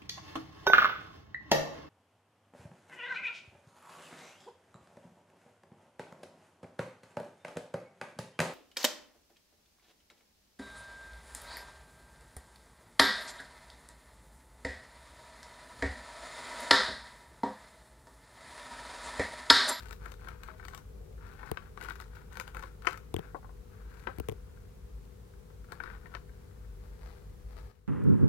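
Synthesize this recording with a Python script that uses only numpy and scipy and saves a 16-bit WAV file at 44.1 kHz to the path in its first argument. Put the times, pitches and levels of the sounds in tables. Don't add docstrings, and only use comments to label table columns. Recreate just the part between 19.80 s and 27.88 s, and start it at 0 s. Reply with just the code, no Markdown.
import sys
import numpy as np
from scipy import signal
from scipy.fft import rfft, irfft
from scipy.io import wavfile
from scipy.ndimage import uniform_filter1d

SR = 44100
rng = np.random.default_rng(int(sys.argv[2]) if len(sys.argv) > 2 else 0)


def materialize(psi):
    bounded = np.clip(np.atleast_2d(psi).T, -1, 1)
    quanta = np.round(bounded * 32767).astype(np.int16)
    wavfile.write(sys.argv[1], SR, quanta)


N = 356239
HIT = SR // 4
HIT_T = np.arange(HIT) / SR

# [hz, level_db]
AIR_LEFT = [(20, -35), (36, -28.5), (50, -6), (75, -10), (105, -15), (130, -19.5), (190, -18), (300, -29),
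            (420, -19), (520, -27), (620, -35), (1200, -35), (2800, -47), (15000, -51.5)]
AIR_RIGHT = [(20, -47.5), (36, -29), (50, -10.5), (75, -13.5), (105, -15), (130, -22), (190, -24),
             (300, -30), (420, -41.5), (620, -36.5), (1200, -43), (2800, -46.5), (15000, -51)]
# [multiple of HUM_HZ, left_rms_db, right_rms_db]
HUM = [(1, -58, -58), (2, -61, -62.5), (3, -65.5, -67), (4, -76.5, -80.5), (8, -69.5, -80), (9, -69.5, -79),
       (10, -63, -87)]
HUM_HZ, HUM_WOW_SHARE, HUM_WAVER_DB = 49.02, 0.0007, 1.0
# [time_s, level_db]
THROB = [(0, 2.5), (4, 0.5), (4.9, 7.5), (5.8, -3.5), (6.6, 4), (7.9, 6.5)]
HUSH_S, HUSH_FADE_S, HUSH_THROB_DB, HUSH_HISS_DB = 7.88, 0.059, -22, -10

# [start_s, hold_s, rustle_db, crackle_db]
STROKES = [(0.0, 0.12, -56, -61), (0.235, 0.061, -52.5, -61.5), (0.433, 0.095, -51.5, -64.5),
           (0.637, 0.079, -52.5, -69), (0.815, 0.17, -55, -64), (1.444, 0.24, -54, -66.5),
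           (1.596, 0.12, -48.5, -63), (1.738, 0.11, -55, -76), (2.027, 0.08, -47, -57),
           (2.197, 0.049, -55, -64), (2.349, 0.053, -54, -70), (2.538, 0.15, -53.5, -66),
           (2.779, 0.075, -50, -60.5), (3.069, 0.063, -48, -62), (3.383, 0.069, -54, -76),
           (3.942, 0.18, -61, -77), (4.144, 0.18, -57, -66), (4.35, 0.49, -68.5, -79),
           (5.925, 0.028, -53, -76), (6.036, 0.12, -50.5, -75), (6.261, 0.011, -55.5, -68),
           (6.327, 0.027, -55.5, -66), (6.444, 0.62, -70.5, -86)]
ATTACK_S, RELEASE_S = 0.039, 0.043
IDLE_RUSTLE_DB, IDLE_CRACKLE_DB = -84, -77
# [hz, level_db]
RUSTLE = [(200, -1), (600, -8.5), (950, -2), (1450, 1.5), (1900, -8.5), (2300, -9.5), (2900, -18.5),
          (4500, -22), (7000, -37), (16000, -38.5)]
RASP_HZ, RASP_WIDTH_HZ, RASP_DB = 1510, 120, -5.5

# [time_s, body_peak_db, crack_db re body, hollow_pitch_hz]
SNAPS_AND_TICKS = [(0.0057, -46.5, 0.5, 1620), (0.0576, -42.5, -1.5, 1380), (0.1092, -36.5, -1.5, 1340),
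                   (0.124, -50, 5, 1400), (0.1286, -43.5, 7, 1240), (0.2565, -37, -11, 1480),
                   (0.2593, -34.5, -5.5, 1610), (0.319, -43, 3, 920), (0.3399, -49.5, 4, 1630),
                   (0.472, -37, -24, 1440), (0.486, -37, -4, 1390), (0.6344, -39.5, 1.5, 1490),
                   (0.678, -48, -1, 1450), (0.686, -35.5, -20, 1100), (0.703, -42.5, -16, 1400),
                   (0.797, -39, -20, 1460), (0.827, -44.5, -31, 1540), (0.8514, -39.5, 0, 1350),
                   (0.8831, -40.5, 5.5, 1210), (0.935, -37.5, -9.5, 1430), (0.9475, -40.5, 4.5, 1240),
                   (0.977, -42.5, 1, 1170), (1.63, -35.5, -19, 1240), (1.674, -44, -12, 2030),
                   (1.7725, -28.5, -12, 1420), (1.975, -34.5, -12, 1150), (2.012, -38.5, 1.5, 1480),
                   (2.026, -41, -6, 1700), (2.031, -41, -17, 1350), (2.038, -45, 2.5, 1500),
                   (2.047, -37, -2.5, 1220), (2.058, -41, -8, 1400), (2.0862, -31.5, -9.5, 1390),
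                   (2.1068, -31, -12, 1550), (2.121, -50, 3, 1400), (2.156, -41.5, -3, 1510),
                   (2.1611, -47.5, -3, 1600), (2.194, -51, 0, 1510), (2.201, -37, -2.5, 1300),
                   (2.212, -46, 2, 1620), (2.222, -43.5, -11, 1650), (2.352, -51, -8, 1700),
                   (2.368, -43.5, -15, 1490), (2.525, -52, 4, 1400), (2.53, -50, 4, 1510),
                   (2.555, -39.5, -5, 1620), (2.571, -32.5, -3.5, 1450), (2.599, -31, 5, 1240),
                   (2.611, -35, -4, 1400), (2.6778, -38.5, -1, 1600), (2.747, -36, -4.5, 940),
                   (2.7688, -31, -9.5, 1450), (2.7942, -45, -0.5, 1240), (2.825, -38, -7, 1100),
                   (2.836, -33, -12.5, 1080), (3.022, -45.5, -1.5, 1415), (3.048, -35, -22, 1400),
                   (3.055, -37, -8.5, 1480), (3.0701, -14.5, -8.5, 1350), (3.08, -34, -21, 1550),
                   (3.086, -30.5, -7, 1480), (3.094, -31, -13, 1470), (3.1095, -34, -9, 1500),
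                   (3.124, -40, -6, 1490), (3.13, -36, -5, 1420), (3.143, -37.5, -14, 1530),
                   (3.158, -48, -6, 1510), (3.175, -43, 0.5, 1390), (4.2717, -27.5, -12, 1460),
                   (4.773, -54, -17, 1480), (4.851, -61, -18, 1520), (5.537, -55, -23, 1310),
                   (5.702, -53, -13, 970), (5.843, -52, -17, 1430), (5.921, -31, -6, 1520),
                   (5.928, -38.5, -16, 1100), (6.002, -28.5, -21, 1580), (6.0365, -33, -11, 1490),
                   (6.059, -37, -21, 1500), (6.075, -39, -21, 1450), (6.101, -38, -16, 1510),
                   (6.2586, -42, -16.5, 1720), (6.34, -38.5, -15, 1510), (6.3503, -29, -11, 1550),
                   (6.368, -41, -25, 1510), (6.493, -50, -37, 1570), (6.711, -57, -24, 1170),
                   (6.847, -54, -22, 1200), (7.362, -56, -15, 1420), (7.802, -52, -12, 1390)]
# [hz, level_db]; CRACK also colours the fibres
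SNAP_BODY = [(100, -40), (330, -7), (480, 4.5), (650, -11.5), (1000, 2), (1250, -2), (1540, 3.5),
             (1850, -2.5), (2350, -11.5), (2900, -16), (3700, -10.5), (5500, -26.5), (15000, -42.5)]
CRACK = [(300, -6), (900, -1), (1800, 6), (2400, 4), (2800, 2), (3250, -4.5), (3700, -0.5), (4100, -1),
         (4550, -2.5), (5300, -6.5), (7500, -6.5), (11500, -13), (13300, -11), (16000, -12)]
BREAK_S, BREAK_OCT_PER_DB = 0.0088, 0.13
HOLLOW_WIDTH_HZ = 210
CRACK_TOP_HZ, MIDDLING_DB, MIDDLING_CRACK_DB = 9700, -22, -9.5
CRISP_OCT_PER_DB, THICK_OCT_PER_DB = 1.08, 0.18
FIBRE_HZ, FIBRE_SCATTER_OCT = 3800, 0.55
LAST_FIBRES_PER_S, LAST_FIBRES_DB, LAST_FIBRES_S = 120, -23, 0.022
THIN_DB, THIN_CRACK_DB = -2, 10.5
STEM_HZ, STEM_SCATTER_OCT = 1500, 0.2

# [time_s, peak_db, pitch_hz, length_s]
SQUEAKS = [(0.664, -53, 633, 0.12), (1.59, -51, 866, 0.1)]
# [start_s, hold_s, level_db, centre_hz]
DRONE_SWELL = (1.1, .27, -58.5, 420)
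# [start_s, hold_s, level_db, rasp_pitch_hz]
SLIDES = [(1.436, 0.033, -54.5, 1410), (2.03, 0.1, -55, 1400), (3.415, 0.077, -56.5, 1470),
          (3.93, 0.13, -72, 1370), (4.134, 0.17, -59, 1470), (4.325, 0.12, -58.5, 1520),
          (6.032, 0.086, -54, 1470)]
SLIDE_WIDTH_HZ, SLIDE_WANDER_OCT, SLIDE_ROUGH_DB = 300, 0.06, 3.5

# [time_s, level_db, tick_db re level, sway_db re level, sway_hz, tick_top_hz]
BUMPS = [(1.7153, -20, 3.5, -5, 69, 16000), (3.3418, -19, 1, -5, 66, 15600),
         (3.3645, -24.5, 9, 2, 85, 7000), (3.387, -32, -1, -1, 147, 6960),
         (3.392, -27.5, 0.5, -0.5, 148, 7100), (4.385, -29, 4, 4, 77, 16000),
         (4.3996, -24, 3.5, 1.5, 73.5, 15000), (4.4866, -19, 0.5, -3, 107, 14000),
         (4.4959, -31, 9.5, -11, 146, 9000), (4.504, -38.5, -15, -7, 161, 9000),
         (4.5159, -33, -4, 2, 101, 12000), (4.523, -31, -5, -3, 99, 13000)]
# [hz, level_db, t60_s]
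CASE = [(200, -6.5, 0.016), (257, -5, 0.0268), (348, 2.5, 0.022), (448, 1, 0.038), (714, -7.5, 0.019),
        (1054, -5.5, 0.012)]
# [hz, level_db]
TICK = [(600, -50), (1600, 9), (2400, 8.5), (3300, 8.5), (5000, -7), (7200, -6.5), (9500, 1.5),
        (12500, 0.5), (16000, 6.5)]
KNOCK = [(25, -17.5), (60, 12.5), (200, -3), (400, -10.5), (600, -6), (950, -16), (1300, -21.5),
         (3000, -31.5), (16000, -28)]
SWAY_T60_S = 0.069

# [time_s, level_db, brightness_cutoff_hz]
TAPS = [(3.546, -27, 1190), (3.5521, -30, 1110), (3.629, -44.5, 1400), (3.645, -40, 1310),
        (3.691, -42, 1280), (4.2703, -24.5, 1730), (4.284, -33.5, 1420)]
# [hz, level_db, t60_s]
BOWL = [(369, -3.5, 0.05), (522, -12.5, 0.15), (695, -7, 0.073), (911, -0.5, 0.045), (1029, -7, 0.1),
        (1130, -6.5, 0.14), (1173, -11, 0.044), (1359, -3.5, 0.041), (1472, 4, 0.036), (1686, -8, 0.096),
        (1973, 0, 0.028), (2236, -5, 0.05), (2380, -21.5, .05)]

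# [start_s, hold_s, swish_db]
LIFTING = [(6.473, 0.36, -72), (7.05, 0.016, -61), (7.148, 0.015, -62.5), (7.235, 0.032, -58),
           (7.292, 0.018, -65), (7.363, 0.059, -61), (7.695, 0.01, -67), (7.74, 0.025, -60),
           (7.8, 0.028, -59.5), (7.867, 0.016, -62.5)]
# [hz, level_db]
SWISH = [(200, -11), (500, 3.5), (750, 2), (1400, 0), (2100, -5), (3200, -15.5), (4500, -11), (6500, -22),
         (15000, -29)]

# [hz, gain_db]
SHADOW = [(100, -13.5), (450, -8.5), (700, -29), (920, -14), (1200, -26.5), (2200, -25), (3500, -22),
          (7000, -13), (15000, -14)]
ROOM_T60_S, TREBLE_T60_S = 0.45, 0.18
PORT_HZ, PORT_WIDTH_HZ, PORT_DB = 14300, 2300, -7
CUTOFF_HZ = 15900


def from_db(db):
    return 10 ** (np.asarray(db) / 20)


def rms_one(x):
    return x / np.sqrt(np.mean(x ** 2) + 1e-20)


def peak_one(x):
    return x / np.sqrt(2 * uniform_filter1d(x ** 2, size=132).max() + 1e-20)


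def in_time(rows):
    s, *columns = np.transpose(rows)
    return [np.interp(np.arange(N) / SR, s, c) for c in columns]


def at_hz(points, hz):
    f, value = np.transpose(points)
    return np.interp(np.log(np.maximum(hz, 1)), np.log(f), value)


def response(points, size=4096):
    level_db = at_hz(points, np.fft.rfftfreq(size, 1 / SR))
    cepstrum = irfft(np.log(from_db(level_db)))
    cepstrum[1:size // 2] *= 2
    cepstrum[size // 2 + 1:] = 0
    return irfft(np.exp(rfft(cepstrum)))


def through(x, impulse):
    return signal.oaconvolve(x, impulse)[:len(x)]


def cut(x, hz, kind, order=2):
    sos = signal.butter(order, min(hz, SR / 2 - 100), kind, fs=SR, output="sos")
    return signal.sosfilt(sos, x)


def resonance(x, hz, width_hz):
    r = np.exp(-np.pi * width_hz / SR)
    zeros = np.array([1, 0, -1]) * (1 - r * r) / 2
    poles = [1, -2 * r * np.cos(2 * np.pi * hz / SR), r * r]
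    return signal.lfilter(zeros, poles, x)


def dying(t60_s):
    return from_db(-60 * HIT_T / max(t60_s, 1e-4))


def drift(rate_hz):
    knots = rng.standard_normal(1024)
    return rms_one(np.interp(np.arange(N) / SR * rate_hz, np.arange(len(knots)), knots))


def add(track, s, sound):
    start = int(np.clip(s * SR, 0, N - 1))
    track[start:start + len(sound)] += sound[:N - start]


def struck(modes, scatter_db):
    out = np.zeros(HIT)
    for k, (hz, db, t60_s) in enumerate(modes):
        gain = from_db(db + scatter_db * rng.standard_normal())
        out += gain * dying(t60_s) * np.sin(2 * np.pi * hz * HIT_T) * (-1) ** k
    return out


def grains(size, per_s, spread_db):
    born = rng.random(size) < per_s / SR
    strength = from_db(spread_db * np.minimum(rng.exponential(1, size), 4))
    return born * strength * rng.choice([-1, 1], size)


def gesture(start, hold_s):
    t = np.arange(N) / SR - start
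    setting_in = np.exp(-(np.minimum(t, 0) / ATTACK_S) ** 2)
    return setting_in * np.exp(-np.maximum(t - hold_s, 0) / RELEASE_S)


def flutter(x, first_db, round_db):
    floor_lag, wall_lag = 70, 170
    y = x + from_db(first_db) * np.concatenate([np.zeros(floor_lag), x[:-floor_lag]])
    return signal.lfilter([1], np.r_[1, np.zeros(wall_lag - 1), -from_db(round_db)], y)


def hush():
    return np.clip((np.arange(N) / SR - HUSH_S) / HUSH_FADE_S, 0, 1)


def motor_hum():
    phase = 2 * np.pi * np.cumsum(HUM_HZ * (1 + HUM_WOW_SHARE * drift(4))) / SR
    hum = np.zeros((2, N))
    for k, left_db, right_db in HUM:
        tone = np.sqrt(2) * np.sin(k * phase + 2 * np.pi * rng.random())
        hum += from_db([[left_db], [right_db]]) * tone * from_db(HUM_WAVER_DB * drift(6))
    return hum


def motor_throb():
    level_db = in_time(THROB)[0] + HUSH_THROB_DB * hush()
    throb = rng.standard_normal(N)
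    for _ in range(2):
        throb = resonance(throb, 51.0, width_hz=17.0)
    return from_db(level_db) * from_db([[-52], [-54]]) * rms_one(throb)


def air():
    shared, sides = cut(rng.standard_normal(N), 197, "low"), []
    for colour in (AIR_LEFT, AIR_RIGHT):
        own = cut(rng.standard_normal(N), 120, "high", order=1)
        sides.append(through(shared + own, response(colour)))
    return from_db(-18.5) * np.array(sides)


def background():
    return (air() + motor_hum()) * from_db(HUSH_HISS_DB * hush()) + motor_throb()


def cutting():
    rustle, crackle = from_db(IDLE_RUSTLE_DB), from_db(IDLE_CRACKLE_DB)
    for start, hold_s, rustle_db, crackle_db in STROKES:
        push = gesture(start, hold_s)
        rustle = np.maximum(rustle, from_db(rustle_db) * push)
        crackle = np.maximum(crackle, from_db(crackle_db) * push)
    rubs = grains(N, per_s=1200, spread_db=3.0)
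    tears = grains(N, per_s=700, spread_db=3.5)
    leaves = through(rubs * from_db(0.79 * drift(70)), response(RUSTLE))
    rasp = resonance(leaves, RASP_HZ, width_hz=RASP_WIDTH_HZ)
    leaves = rms_one(leaves + from_db(RASP_DB) * rasp)
    fibres = rms_one(through(tears * from_db(5.0 * drift(110)), response(CRACK)))
    return rustle * leaves + crackle * fibres


def thin_stems(count):
    rows = []
    for start, hold_s, rustle_db, crackle_db in STROKES:
        crack_db = crackle_db - rustle_db + THIN_CRACK_DB
        places, sizes = rng.random(count), rng.standard_normal(count)
        for place, size in zip(places, sizes):
            pitch_hz = STEM_HZ * 2 ** (STEM_SCATTER_OCT * size)
            rows.append((start + place * hold_s, rustle_db + THIN_DB, crack_db, pitch_hz))
    return rows


def last_fibres(since):
    parting = np.abs(grains(HIT, per_s=LAST_FIBRES_PER_S, spread_db=3))
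    parting = parting * (since > .005) * np.exp(-np.abs(since) / LAST_FIBRES_S)
    smear = np.exp(-1 / (.0007 * SR))
    return from_db(LAST_FIBRES_DB) * signal.lfilter([1], [1, -smear], parting)


def snaps_and_ticks(rows):
    out, body_colour, crack_colour = np.zeros(N), response(SNAP_BODY), response(CRACK)
    lead_s = .006
    since = HIT_T - lead_s
    creak = from_db(-21.5) * np.exp(np.minimum(since, 0) / 0.0033)
    for s, db, crack_db, hz in rows:
        loudness_db = db - MIDDLING_DB
        break_s = BREAK_S * 2 ** (BREAK_OCT_PER_DB * max(loudness_db, 0))
        collapse = from_db(-60 * np.abs(since) / break_s)
        collapse = collapse + from_db(-23.5) * np.exp(-np.abs(since) / 0.0054) + last_fibres(since)
        cells = grains(HIT, per_s=8200, spread_db=1.0) * np.where(since < 0, creak, collapse)

        pulse = through(cells, body_colour)
        hollow = peak_one(from_db(-18) * pulse + resonance(pulse, hz, width_hz=HOLLOW_WIDTH_HZ))
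        upper = resonance(resonance(pulse, 2350, width_hz=1000), 2350, width_hz=1000)
        upper = from_db(db + 13) * peak_one(upper)
        body = peak_one(flutter(hollow + upper, first_db=-12, round_db=-9))

        tear = through(cells, crack_colour)
        fibre_hz = FIBRE_HZ * 2 ** (FIBRE_SCATTER_OCT * rng.standard_normal())
        tear = tear + resonance(tear, fibre_hz, width_hz=580)
        crisp_oct = CRISP_OCT_PER_DB * (crack_db - MIDDLING_CRACK_DB)
        top_hz = CRACK_TOP_HZ * 2 ** (crisp_oct - THICK_OCT_PER_DB * loudness_db)
        crack = peak_one(cut(tear, top_hz, "low"))

        bowl = peak_one(cut(struck(BOWL, scatter_db=2.5), 330, "high"))
        add(out, s - lead_s, from_db(db) * (body + from_db(crack_db) * crack))
        add(out, s, from_db(db - 5.5) * bowl)
    return out


def squeaks():
    out = np.zeros(N)
    for s, db, hz, length_s in SQUEAKS:
        swell = np.sin(np.pi * np.minimum(HIT_T / length_s, 1))
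        add(out, s, from_db(db) * swell * np.sin(2 * np.pi * hz * HIT_T))
    return out


def drone_swell():
    start, hold_s, db, hz = DRONE_SWELL
    drone = resonance(resonance(rng.standard_normal(N), hz, width_hz=210), hz, width_hz=180)
    return from_db(db) * gesture(start, hold_s) * rms_one(drone)


def sliding():
    out = np.zeros(N)
    slips = grains(N, per_s=700, spread_db=3) * from_db(SLIDE_ROUGH_DB * drift(60))
    travel = np.cumsum(2 ** (SLIDE_WANDER_OCT * drift(25)))
    for start, hold_s, db, hz in SLIDES:
        rasp = resonance(resonance(slips, hz, width_hz=SLIDE_WIDTH_HZ), hz, width_hz=1050)
        wandering = np.interp(travel, np.arange(N), rms_one(rasp), right=0)
        out += from_db(db) * gesture(start, hold_s) * wandering
    return out


def bumps():
    thumps, rings, ticks = np.zeros((3, N))
    tick_colour, knock = response(TICK), peak_one(response(KNOCK))
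    for s, db, tick_db, sway_db, hz, top_hz in BUMPS:
        sway = np.sin(2 * np.pi * hz * HIT_T) * dying(SWAY_T60_S)
        friction = rng.standard_normal(HIT) * dying(.005)
        tick = cut(through(friction, tick_colour), top_hz, "low")
        add(thumps, s, -from_db(db + sway_db) * sway)
        add(thumps, s, from_db(db - 6.0) * knock)
        add(rings, s, from_db(db - 3.5) * peak_one(struck(CASE, scatter_db=4.5)))
        add(ticks, s, from_db(db + tick_db - 12.5) * peak_one(tick))
    near = thumps + rings + ticks
    far = from_db(-3.0) * resonance(rings, 205, width_hz=560)
    far = far + from_db(-24.0) * thumps + from_db(-21) * ticks
    return cut(np.array([near, np.roll(far, SR // 1500)]), 57, "high")


def taps():
    out = np.zeros(N)
    for s, db, hz in TAPS:
        scuff = rng.standard_normal(HIT) * (dying(0.004) + from_db(-13.5) * dying(0.13))
        scuff = flutter(cut(scuff, 235, "high"), first_db=-36, round_db=-7)
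        scuff = peak_one(cut(scuff, hz, "low", order=6))
        modes = struck(BOWL, scatter_db=2) * dying(0.33)
        ring = peak_one(cut(modes, hz, "low", order=4))
        add(out, s, from_db(db - 3.0) * scuff + from_db(db - 4.5) * ring)
    return out


def lifting():
    swish = sum(from_db(db) * gesture(start, hold_s) for start, hold_s, db in LIFTING)
    brush = grains(N, per_s=1000, spread_db=4.0) * from_db(2.5 * drift(50))
    return swish * rms_one(through(brush, response(SWISH)))


def room(x, wet_db, early_db):
    out, t = x.copy(), np.arange(SR // 2) / SR
    for start in range(0, N, HIT):
        dull = cut(rng.standard_normal(len(t)), 2800, "low") * np.exp(-np.log(1000) * t / ROOM_T60_S)
        bright = cut(rng.standard_normal(len(t)), 3100, "high")
        bright = bright * np.exp(-np.log(1000) * t / TREBLE_T60_S)
        tail = (dull + from_db(18.0) * bright) * (1 - np.exp(-t / 0.0012))
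        early = rng.standard_normal(len(t)) * np.exp(-t / 0.0026) * (t > .002)
        early = cut(early, 3050, "low", order=1)
        paths = from_db(wet_db) * tail / np.linalg.norm(tail)
        paths = paths + from_db(early_db) * early / np.linalg.norm(early)
        add(out, start / SR, signal.fftconvolve(x[start:start + HIT], paths))
    return out


def scene():
    work = cutting() + snaps_and_ticks(SNAPS_AND_TICKS) + snaps_and_ticks(thin_stems(count=2))
    work = work + sliding() + taps() + lifting()
    left = room(work, wet_db=-7.5, early_db=-16.5) + squeaks() + drone_swell()
    left = left + from_db(PORT_DB) * resonance(left, PORT_HZ, width_hz=PORT_WIDTH_HZ)
    shadowed = through(room(work, wet_db=0.0, early_db=-5.0), response(SHADOW))
    right = np.roll(shadowed, SR // 11000)
    return np.array([left, right]) + bumps() + background()


def record(dry):
    sos = signal.ellip(10, .2, 70, CUTOFF_HZ, fs=SR, output="sos")
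    return signal.sosfilt(sos, dry)


dry = scene()
out = record(dry)
materialize(out)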